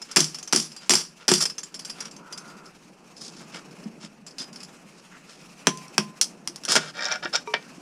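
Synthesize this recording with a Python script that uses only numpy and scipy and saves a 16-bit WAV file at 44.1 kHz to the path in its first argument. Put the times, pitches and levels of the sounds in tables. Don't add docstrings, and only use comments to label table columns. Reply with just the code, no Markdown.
import sys
import numpy as np
from scipy import signal
from scipy.fft import rfft, irfft, next_fast_len
from scipy.io import wavfile
from scipy.ndimage import uniform_filter1d

SR = 44100
rng = np.random.default_rng(int(sys.argv[2]) if len(sys.argv) > 2 else 0)


def transcribe(u):
    v = np.clip(np.atleast_2d(u).T, -1, 1)
    q = np.round(v * 32767).astype(np.int16)
    wavfile.write(sys.argv[1], SR, q)


N = 344421


# (frequency [Hz], relative level [dB])
AIR = [(79, -27), (135, 14.5), (194, 7), (562, -3), (1420, -12), (1990, -17.5), (2590, -14), (3490, -26),
       (5550, -20.5), (10100, -31), (14500, -45.5), (15500, -47.5), (16400, -80.5)]
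# (time [s], relative low level [dB], relative high level [dB])
STIR = [(0.0, -50, -54), (0.41, -49.5, -51.5), (1.28, -54.5, -60.5), (1.48, -49, -58), (1.61, -51, -59),
        (2.0, -45, -50.5), (2.15, -46.5, -58.5), (2.46, -44, -53), (2.89, -50, -59), (3.44, -42.5, -52),
        (3.81, -43.5, -53.5), (4.28, -50, -62.5), (4.48, -44, -54), (5.07, -50.5, -55), (5.96, -46, -50.5),
        (6.46, -46.5, -58), (6.85, -45.5, -52), (7.81, -45.5, -52.5)]
# (frequency [Hz], t60 [s])
SHED_DECAY = [(200, 0.49), (1000, 0.15), (5000, 0.21), (12000, 0.24)]
# (start [s], end [s], pitch [Hz], width [Hz], mean level [dB])
HISSES = [(2.16, 2.72, 1350, 220, -53.5), (2.09, 2.72, 990, 200, -58.5), (5.113, 5.18, 1660, 1000, -49),
          (2.44, 6.6, 2630, 160, -74.5)]

# (start [s], loudest [s], end [s], level [dB], mids [dB])
BRUSHES = [(0.066, 0.11, .16, -50, 4.5), (0.803, 0.821, .89, -49, 0.5), (1.185, 1.215, 1.27, -55, 7.5),
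           (1.912, 2.017, 2.1, -49.5, 4.5), (3.156, 3.25, 3.31, -39.5, -19), (3.299, 3.394, 3.46, -48, -7),
           (3.517, 3.556, 3.6, -42, 3), (3.996, 4.033, 4.08, -44, -2), (4.38, 4.399, 4.45, -37.5, -7),
           (4.924, 4.984, 5.02, -54.5, -5), (5.264, 5.29, 5.45, -52.5, -3)]
# (time [s], peak
# [dB], pitch [Hz])
BUMPS = [(0.004, -44, 412), (2.059, -36, 227), (3.855, -23.5, 217), (4.036, -32.5, 213), (4.4, -33.5, 267),
         (6.493, -35, 343), (7.249, -28.5, 350), (7.776, -35.5, 283)]
# (time [s], level [dB], favoured ring [Hz])
TICKS = [(0.0165, -33, 5400), (0.1131, -33.5, 5560), (0.345, -30.5, 5260), (0.3855, -34, 5800),
         (0.4277, -34, 6240), (0.4752, -33, 6170), (0.717, -40.5, 5250), (0.764, -38.5, 4940),
         (1.4044, -22, 4750), (1.454, -20, 5300), (1.498, -28.5, 5200), (1.581, -28, 6200),
         (1.6323, -32, 6980), (1.7426, -34, 4400), (1.7923, -34, 4930), (1.8484, -33, 5900),
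         (1.8972, -30, 5450), (2.0048, -29, 6080), (2.054, -34.5, 5740), (2.111, -42, 4680),
         (2.163, -42.5, 6230), (2.325, -34, 4770), (2.376, -35.5, 6460), (2.477, -50, 4900),
         (2.5676, -53, 4900), (2.6574, -45, 5270), (3.1667, -43, 5220), (3.2157, -35.5, 5130),
         (3.71, -51, 5240), (3.8372, -48, 5350), (4.265, -40, 7570), (4.275, -43.5, 5400),
         (4.3084, -47, 5100), (4.3834, -33, 4960), (4.529, -43.5, 5500), (4.5591, -37.5, 5240),
         (4.6039, -39.5, 5300), (4.6305, -36.5, 5700)]
# (time [s], peak [dB], rings for [s], damping factor, favoured ring [Hz])
CLUNKS = [(7.474, -23.5, 0.061, 0.73, 396), (7.537, -17.5, 0.034, 1.5, 2370)]
# (time [s], peak [dB])
CLINKS = [(4.3829, -36), (4.4016, -23)]

# (time [s], level [dB], mids [dB])
SWEEP = [(6.68, 6, 17), (6.686, -27, -2.5), (6.728, -21, -8.5), (6.753, -28.5, -9), (6.764, -15.5, -0.5),
         (6.794, -42, 4.5), (6.92, -48.5, 3)]
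# (start [s], loudest [s], end [s], level [dB], mids [dB])
DRAGS = [(6.93, 7.072, 7.11, -38, 6.5), (7.086, 7.119, 7.2, -35, 9), (7.221, 7.237, 7.29, -38.5, 8.5),
         (7.325, 7.354, 7.4, -26.5, 2)]
# (time [s], level [dB], mids [dB])
SLIPS = [(6.9702, -41, -2), (6.9915, -38.5, 10), (7.007, -30.5, 3), (7.0228, -28.5, 3), (7.0326, -28.5, -1),
         (7.044, -26, -5), (7.0537, -22, -11), (7.0612, -23, -15), (7.084, -31.5, 5), (7.1148, -26, -2),
         (7.1222, -21.5, -6), (7.1394, -32, -6), (7.1561, -32, 3), (7.2479, -32.5, -8), (7.2555, -38, 17.5),
         (7.3372, -23, -10), (7.3541, -15.5, -8), (7.3597, -19, -14)]
KNOCKS = [(5.67, -9.5, 1.5, 1034, -9.5), (5.7735, -34, -17, 6100, None), (5.881, -43, -27.5, 5260, None),
          (5.9803, -9.5, -1, 1034, -12.5), (6.2126, -8.5, -16.5, 5200, -40), (6.4744, -22, -10, 5200, None),
          (6.5595, -31, -15, 5550, None), (6.636, -35.5, -6, 4590, None), (6.6512, -23, -10, 4850, None),
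          (6.6868, -21.5, -7, 5600, -23.5), (6.7197, -15.5, -8, 5640, None),
          (6.7543, -14.5, -0.5, 5350, -24), (6.7624, -19, 3.5, 1460, -15.5), (7.5394, -27, 14.5, 2270, -32),
          (7.626, -50, 1, 4970, None)]
# (start [s], loudest [s], end [s], level [dB], mids [dB])
SKID = (1.408, 1.424, 1.448, -19, -14)
# (time [s], level [dB], chisel seats after [s], seating level [dB], bounce after [s],
# bounce level [dB], bounce mids [dB], last bounce after [s], last bounce level [dB],
# bench boom reference [dB], boom peak of the bounce [dB])
BLOWS = [(0.161, -13, 0.0063, -11.5, 0.043, -11.5, -20, 0.082, -24, -13, -26),
         (0.5257, -14.5, 0.0058, -12, 0.035, -11, -16, .074, -23.5, -15, -22),
         (0.895, -10, 0.01, -13, 0.041, -13.5, -5, .0582, -10.5, -16.5, -18.5),
         (1.281, -10.5, .0072, -14.5, .0347, -13.5, -5.5, .0565, -13, -16, -7)]
# (after the blow [s], peak against the boom reference [dB], favoured ring [Hz])
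BOOMS = [(.005, -0.5, 298), (.021, -2.5, 357), (.049, -6, 160)]

# (frequency [Hz], relative level [dB], t60 [s])
HOLLOW = [(430, -8, .3), (942, -1, .16), (1160, -10, .1), (2336, -6, .08), (3800, -15, .04),
          (5642, -14, .07)]
# (frequency [Hz], relative level [dB], t60 [s])
CHISEL = [(3540, -6, 0.065), (4450, -16, 0.11), (5000, 0, .15), (5520, -10, .06), (6000, -10, 0.11)]
# (frequency [Hz], relative level [dB], t60 [s])
CORE = [(624, -17, .1), (754, -17, .1), (943, -14, .08), (1443, -9, .12), (1575, -10, .1), (1696, -11, .09),
        (1857, -10, .1), (2100, -14, .07), (2336, -8, .09), (2772, -16, .06), (3332, -18, .05),
        (3795, -8, .045), (4474, -13, .045), (5249, -5, .04), (5459, 0, .045), (5766, -5, .04),
        (7472, -18, .05)]
# (frequency [Hz], relative level [dB], t60 [s])
SCRAP = [(1034, -38, .55), (1720, -20, .08), (2570, -18, .08), (3300, -20, .1), (4600, -10, .1),
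         (4900, -5, .09), (5100, 0, .05), (5450, -3, .07), (5880, -5, .1), (6200, -6, .1), (6400, -8, .1),
         (7500, -12, .08), (8100, -13, .07), (9000, -20, .07)]
# (frequency [Hz], relative level [dB], t60 [s])
BENCH = [(154.2, 2.5, 0.29), (181.7, 4.5, 0.13), (222.5, 4, 0.17), (266.5, 10, 0.078), (314.8, 0.5, 0.16),
         (362, 3, 0.12), (514, -10, 0.066), (649, 2.5, 0.058), (773, -8, 0.04), (940, 3, 0.055)]
# (frequency [Hz], relative level [dB], t60 [s])
VISE = [(4000, -59.5, 0.084), (4470, -22, 0.31), (4830, -4, 0.13), (5280, 4, 0.04), (5800, 5.5, 0.013),
        (6296, -0.5, 0.043), (7030, -1, 0.016), (6970, -6.5, 0.046), (7570, 4.5, 0.028),
        (8300, -3.5, 0.029), (8460, -22, 0.13), (9020, -52.5, 0.04), (9889, -34, 0.22),
        (10160, -16.5, 0.17), (10560, -13, 0.054), (11630, -32, 0.2)]

# (frequency [Hz], relative level [dB])
RUB = [(240, -66.5), (400, -10), (818, -15), (955, -8.5), (1920, -9.5), (2920, -7), (4180, -4), (5200, 3),
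       (10100, -14), (14700, -53), (16400, -86.5)]
# (frequency [Hz], relative level [dB])
SCUFF = [(240, -44), (400, -24), (768, -2), (912, -8), (1590, -10), (3020, -5), (5440, 2), (6460, -11),
         (9980, -22), (16400, -75)]
# (frequency [Hz], relative level [dB])
CRACK = [(260, -26.5), (450, -11.5), (564, -17.5), (1210, -9), (2090, -12.5), (3430, -7), (3810, -13),
         (5720, 3.5), (6550, -8.5), (10100, -11), (12000, -28), (13900, -26), (16400, -69)]

SIZE = 13824
LOW_CUT_HZ, EDGE_HZ, DEEP_DB = 157.5, 16450, -75
PLACE_DB = 3.5
PRESSED, HELD = 2.2, 4.0
IN_GLOVES_S, ON_CORE_S, ON_BENCH_S = 3, 6.6, 7
BRUSH_START_DB, BRUSH_END_DB = -17.5, -12
DRAG_START_DB, DRAG_END_DB = -13, -24
SKID_START_DB, SKID_END_DB = -4, -10
TICK_MIDS_DB, TICK_CONTACT_S, HELD_CONTACT_S = -12, 0.0045, 0.002
SLIP_CONTACT_S = 0.0017
KNOCK_CONTACT_S, KNOCK_BOOM_S, SCRAP_BOOM_HZ, CORE_BOOM_HZ = 0.0023, 0.0035, 163, 293
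BLOW_MIDS_DB, BLOW_CONTACT_S = -9, 0.0023
SEAT_MIDS_DB, SEAT_CONTACT_S = -4, 0.0036
BOUNCE_CONTACT_S, BOUNCE_BOOM_HZ = 0.0035, 350
LAST_MIDS_DB, LAST_CONTACT_S = -16.5, 0.0032
RATTLES, RATTLE_S, RATTLE_DB, RATTLE_FADE_DB = 4, 0.12, -4, -22
RATTLE_MIDS_DB, RATTLE_CONTACT_S = -18.5, 0.0023


def gain_of(db):
    return np.exp(np.asarray(db) * np.log(10) / 20)


def evened(x):
    return x / np.sqrt(np.mean(x ** 2) + 1e-20)


def read(points, hz):
    f, value = np.transpose(points)
    return np.interp(np.log(hz + 1), np.log(f + 1), value)


def add(mix, s, sound):
    part = mix[round(s * SR):][:len(sound)]
    part += sound[:len(part)]


def room_tone():
    frames, hz = N // 128 + 9, np.fft.rfftfreq(1024, 1 / SR)
    real, imag, patches = rng.standard_normal((frames, 513, 3)).T
    patches = uniform_filter1d(patches, 14, 0)
    patches = evened(uniform_filter1d(patches, 16, 1))
    flicker = evened(uniform_filter1d(rng.standard_normal(frames), 8))
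    s, low_db, high_db = np.transpose(STIR)
    t = np.arange(frames) * 128 / SR
    air = gain_of(read(AIR, hz))
    low = np.interp(t, s, low_db) - 10 * np.log10(np.sum(air[(hz > 130) & (hz < 700)] ** 2))
    high = np.interp(t, s, high_db) - 10 * np.log10(np.sum(air[hz > 3000] ** 2))
    share = np.clip(np.log((hz + 1) / 500) / np.log(7.0), 0, 1)[:, None]
    stirred = (1 - share) * low + share * (high + 2.9 * flicker)
    stirred += 1.6 * patches
    z = (real + 1j * imag) * air[:, None] * gain_of(stirred)
    return signal.istft(z, nperseg=1024, noverlap=896)[1][:N]


def shed(x):
    taps = np.zeros(SR // 2)
    at = np.arange(160, len(taps) - 20, 20)
    taps[at + rng.integers(0, 20, len(at))] = rng.choice([-1., 1.], len(at))
    hz, t, z = signal.stft(taps, SR, nperseg=256)
    fade = gain_of(-60 * t / read(SHED_DECAY, hz)[:, None])
    tail = signal.istft(z * fade, SR, nperseg=256)[1]
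    return signal.fftconvolve(x, tail / np.linalg.norm(tail))[:N]


def hiss(start, end, hz, width_hz, db):
    n = round((end - start) * SR)
    band = signal.butter(2, [hz - width_hz / 2, hz + width_hz / 2], "band", fs=SR, output="sos")
    waver = evened(uniform_filter1d(rng.standard_normal(n), 4000))
    x = evened(signal.sosfilt(band, rng.standard_normal(n)))
    return start, x * signal.windows.tukey(n, .15) * gain_of(db + 2.0 * waver)


def ring(modes, spread_db, detune, damping=1.0, best_hz=0, best_db=12.5):
    hz, db, t60 = np.transpose(modes)[:, :, None]
    t = np.arange(SIZE) / SR
    level_luck, pitch_luck = rng.standard_normal((2, len(modes), 1))
    favour = np.exp(-(np.log((best_hz + 1) / hz) / 0.065) ** 2)
    db = db + spread_db * level_luck + best_db * favour
    fade_db = 60 * t * damping / np.clip(t60, .005, 1)
    sines = np.sin(2 * np.pi * hz * (1 + detune * pitch_luck) * t)
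    x = (gain_of(db - fade_db) * sines).sum(0) * np.minimum(t / 0.00043, 1)
    return x / np.linalg.norm(x)


def steel(drive, colour, rings, ring_db):
    size = next_fast_len(len(drive) + SIZE)
    hz = np.fft.rfftfreq(size, 1 / SR)
    direct = gain_of(read(colour, hz))
    body = direct / np.sqrt(np.mean(direct ** 2)) + gain_of(ring_db) * rfft(rings, size)
    heard = rfft(drive, size) * body
    treble = 1 / (1 + (3300 / (hz + 1)) ** 8)
    high = irfft(heard * treble, size)[:size - SIZE // 4]
    mid = irfft(heard * (1 - treble), size)[:size - SIZE // 4]
    return high / np.linalg.norm(high), mid / np.linalg.norm(mid)


def strike(db, mid_db, contact, colour, rings, ring_db, chatter_db, chatter_s):
    t = np.arange(SIZE) / SR
    touches = rng.exponential(1, SIZE) * (rng.random(SIZE) < 600.0 / SR)
    chatter = 1.6 + evened(signal.lfilter([1], [1, -.985], touches))
    burst = np.exp(-(t / max(contact, 3e-4)) ** 2)
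    shape = burst + gain_of(chatter_db) * chatter * np.exp(-t / chatter_s)
    drive = shape * np.minimum(t / 0.00042, 1) * rng.standard_normal(SIZE)
    high, mid = steel(drive, colour, rings, ring_db)
    peak = np.sqrt(uniform_filter1d(high ** 2, 128).max())
    return gain_of(db) * (high + gain_of(mid_db) * mid) / peak


def thud(db, rings, push_s):
    x = signal.fftconvolve(rings, np.hanning(round(push_s * SR) + 3))
    return gain_of(db) * x / np.abs(x).max()


def boom(db, hz, push_s=0.0011):
    return thud(db, ring(BENCH, 3.8, 0.021, best_hz=hz), push_s)


def rub(rows, colour, ring_db, damping, slips_per_s, grain_db):
    s, db, mid_db = np.transpose(rows)
    t = np.arange(s[0], s[-1], 1 / SR)
    slips = gain_of(3.4 * np.minimum(rng.exponential(1, len(t)), 3))
    slips *= rng.random(len(t)) < slips_per_s / SR
    grain = 1 + gain_of(grain_db) * evened(signal.lfilter([1], [1, -.99], slips))
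    stroke = gain_of(np.interp(t, s, db)) * signal.windows.tukey(len(t), .15)
    drive = stroke * evened(grain) * rng.standard_normal(len(t))
    high, mid = steel(drive, colour, ring(CORE, 2.0, .005, damping), ring_db)
    mid_gain = gain_of(np.interp(s[0] + np.arange(len(mid)) / SR, s, mid_db))
    return s[0], np.linalg.norm(stroke) * (high + mid * mid_gain)


def stroke_rows(start, loudest, end, db, mid_db, start_db, end_db):
    return [(start, db + start_db, mid_db), (loudest, db, mid_db), (end, db + end_db, mid_db)]


def add_brushes(near):
    for row in BRUSHES:
        rows = stroke_rows(*row, BRUSH_START_DB, BRUSH_END_DB)
        add(near, *rub(rows, RUB, ring_db=-14.0, damping=HELD, slips_per_s=160, grain_db=-2.5))


def add_bumps(near):
    for s, db, hz in BUMPS:
        modes = [(hz, 0, .1), (1.4 * hz, -5, .08)]
        add(near, s, thud(db, ring(modes, 1.5, 0.008), push_s=0.0031))


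def add_ticks(near):
    for s, db, hz in TICKS:
        held = s > IN_GLOVES_S
        rings = ring(VISE, PLACE_DB, 0.0041, HELD if held else 1, hz)
        contact = HELD_CONTACT_S if held else TICK_CONTACT_S
        add(near, s, strike(db, TICK_MIDS_DB, contact, CRACK, rings,
                            ring_db=1.0, chatter_db=-1.5, chatter_s=0.013))


def add_clunks(near):
    for s, db, rings_s, damping, hz in CLUNKS:
        sound = thud(db, ring(HOLLOW, 0.82, 0.0039, damping, hz), push_s=.0001)
        sound = sound[:round(rings_s * SR)]
        stop = np.minimum(np.arange(len(sound))[::-1] / 300, 1)
        add(near, s, sound * stop)


def add_clinks(near):
    for s, db in CLINKS:
        add(near, s, thud(db, ring(CHISEL, 1.5, 0.0011), push_s=.00002))


def add_drags(near):
    add(near, *rub(SWEEP, RUB, ring_db=-9.0, damping=HELD, slips_per_s=970, grain_db=-8.0))
    for row in DRAGS:
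        rows = stroke_rows(*row, DRAG_START_DB, DRAG_END_DB)
        add(near, *rub(rows, SCUFF, ring_db=1.5, damping=PRESSED, slips_per_s=370, grain_db=-2.0))
    for s, *slip in SLIPS:
        rings = ring(CORE, PLACE_DB, 0.0059, PRESSED)
        add(near, s, strike(*slip, SLIP_CONTACT_S, SCUFF, rings,
                            ring_db=10.5, chatter_db=-42.0, chatter_s=0.0075))


def add_knocks(near):
    for s, db, mid_db, hz, boom_db in KNOCKS:
        on_scrap = s < ON_CORE_S
        rings = ring(SCRAP if on_scrap else CORE, PLACE_DB, 0.003, best_hz=hz)
        colour = CRACK if s < ON_BENCH_S else SCUFF
        add(near, s, strike(db, mid_db, KNOCK_CONTACT_S, colour, rings,
                            ring_db=-10.0, chatter_db=-17.5, chatter_s=0.013))
        if boom_db:
            add(near, s + KNOCK_BOOM_S, boom(boom_db, SCRAP_BOOM_HZ if on_scrap else CORE_BOOM_HZ))


def add_skid(near):
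    rows = stroke_rows(*SKID, SKID_START_DB, SKID_END_DB)
    add(near, *rub(rows, CRACK, ring_db=-9.0, damping=HELD, slips_per_s=900, grain_db=-6.0))


def contacts(s, db, seat, seat_db, bounce, bounce_db, bounce_mid_db, last, last_db):
    late = (np.arange(RATTLES) + rng.random(RATTLES)) / RATTLES
    stray = [(s + RATTLE_S * u, db + RATTLE_DB + RATTLE_FADE_DB * u, RATTLE_MIDS_DB, RATTLE_CONTACT_S)
             for u in late]
    return [(s, db, BLOW_MIDS_DB, BLOW_CONTACT_S),
            (s + seat, seat_db, SEAT_MIDS_DB, SEAT_CONTACT_S),
            (s + bounce, bounce_db, bounce_mid_db, BOUNCE_CONTACT_S),
            (s + last, last_db, LAST_MIDS_DB, LAST_CONTACT_S)] + stray


def add_blows(near):
    for *blow, boom_db, bounce_boom_db in BLOWS:
        blow_s, bounce_after = blow[0], blow[4]
        for s, *touch in contacts(*blow):
            rings = ring(VISE, PLACE_DB, 0.01)
            add(near, s, strike(*touch, CRACK, rings, ring_db=-6.0, chatter_db=-17.5, chatter_s=0.035))
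        for after, db, hz in BOOMS:
            add(near, blow_s + after, boom(boom_db + db, hz))
        add(near, blow_s + bounce_after, boom(bounce_boom_db, BOUNCE_BOOM_HZ, push_s=0.00023))


def scene():
    near = np.zeros(N)
    for row in HISSES:
        add(near, *hiss(*row))
    add_brushes(near)
    add_bumps(near)
    add_ticks(near)
    add_clunks(near)
    add_clinks(near)
    add_drags(near)
    add_knocks(near)
    add_skid(near)
    add_blows(near)
    return (room_tone() + near + gain_of(-15.5) * shed(near))[None]


def record(dry):
    cut = signal.sosfilt(signal.butter(8, LOW_CUT_HZ, "high", fs=SR, output="sos"), dry)
    deep_filter = signal.butter(2, 62.0, fs=SR, output="sos")
    deep = signal.sosfilt(deep_filter, rng.standard_normal(dry.shape))
    clipped = .97 * np.tanh((cut + gain_of(DEEP_DB) * evened(deep)) / .97)
    band_limit = signal.firwin(511, EDGE_HZ, window=("kaiser", 9), fs=SR)
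    return signal.oaconvolve(clipped, band_limit[None], "same")


dry = scene()
out = record(dry)
transcribe(out)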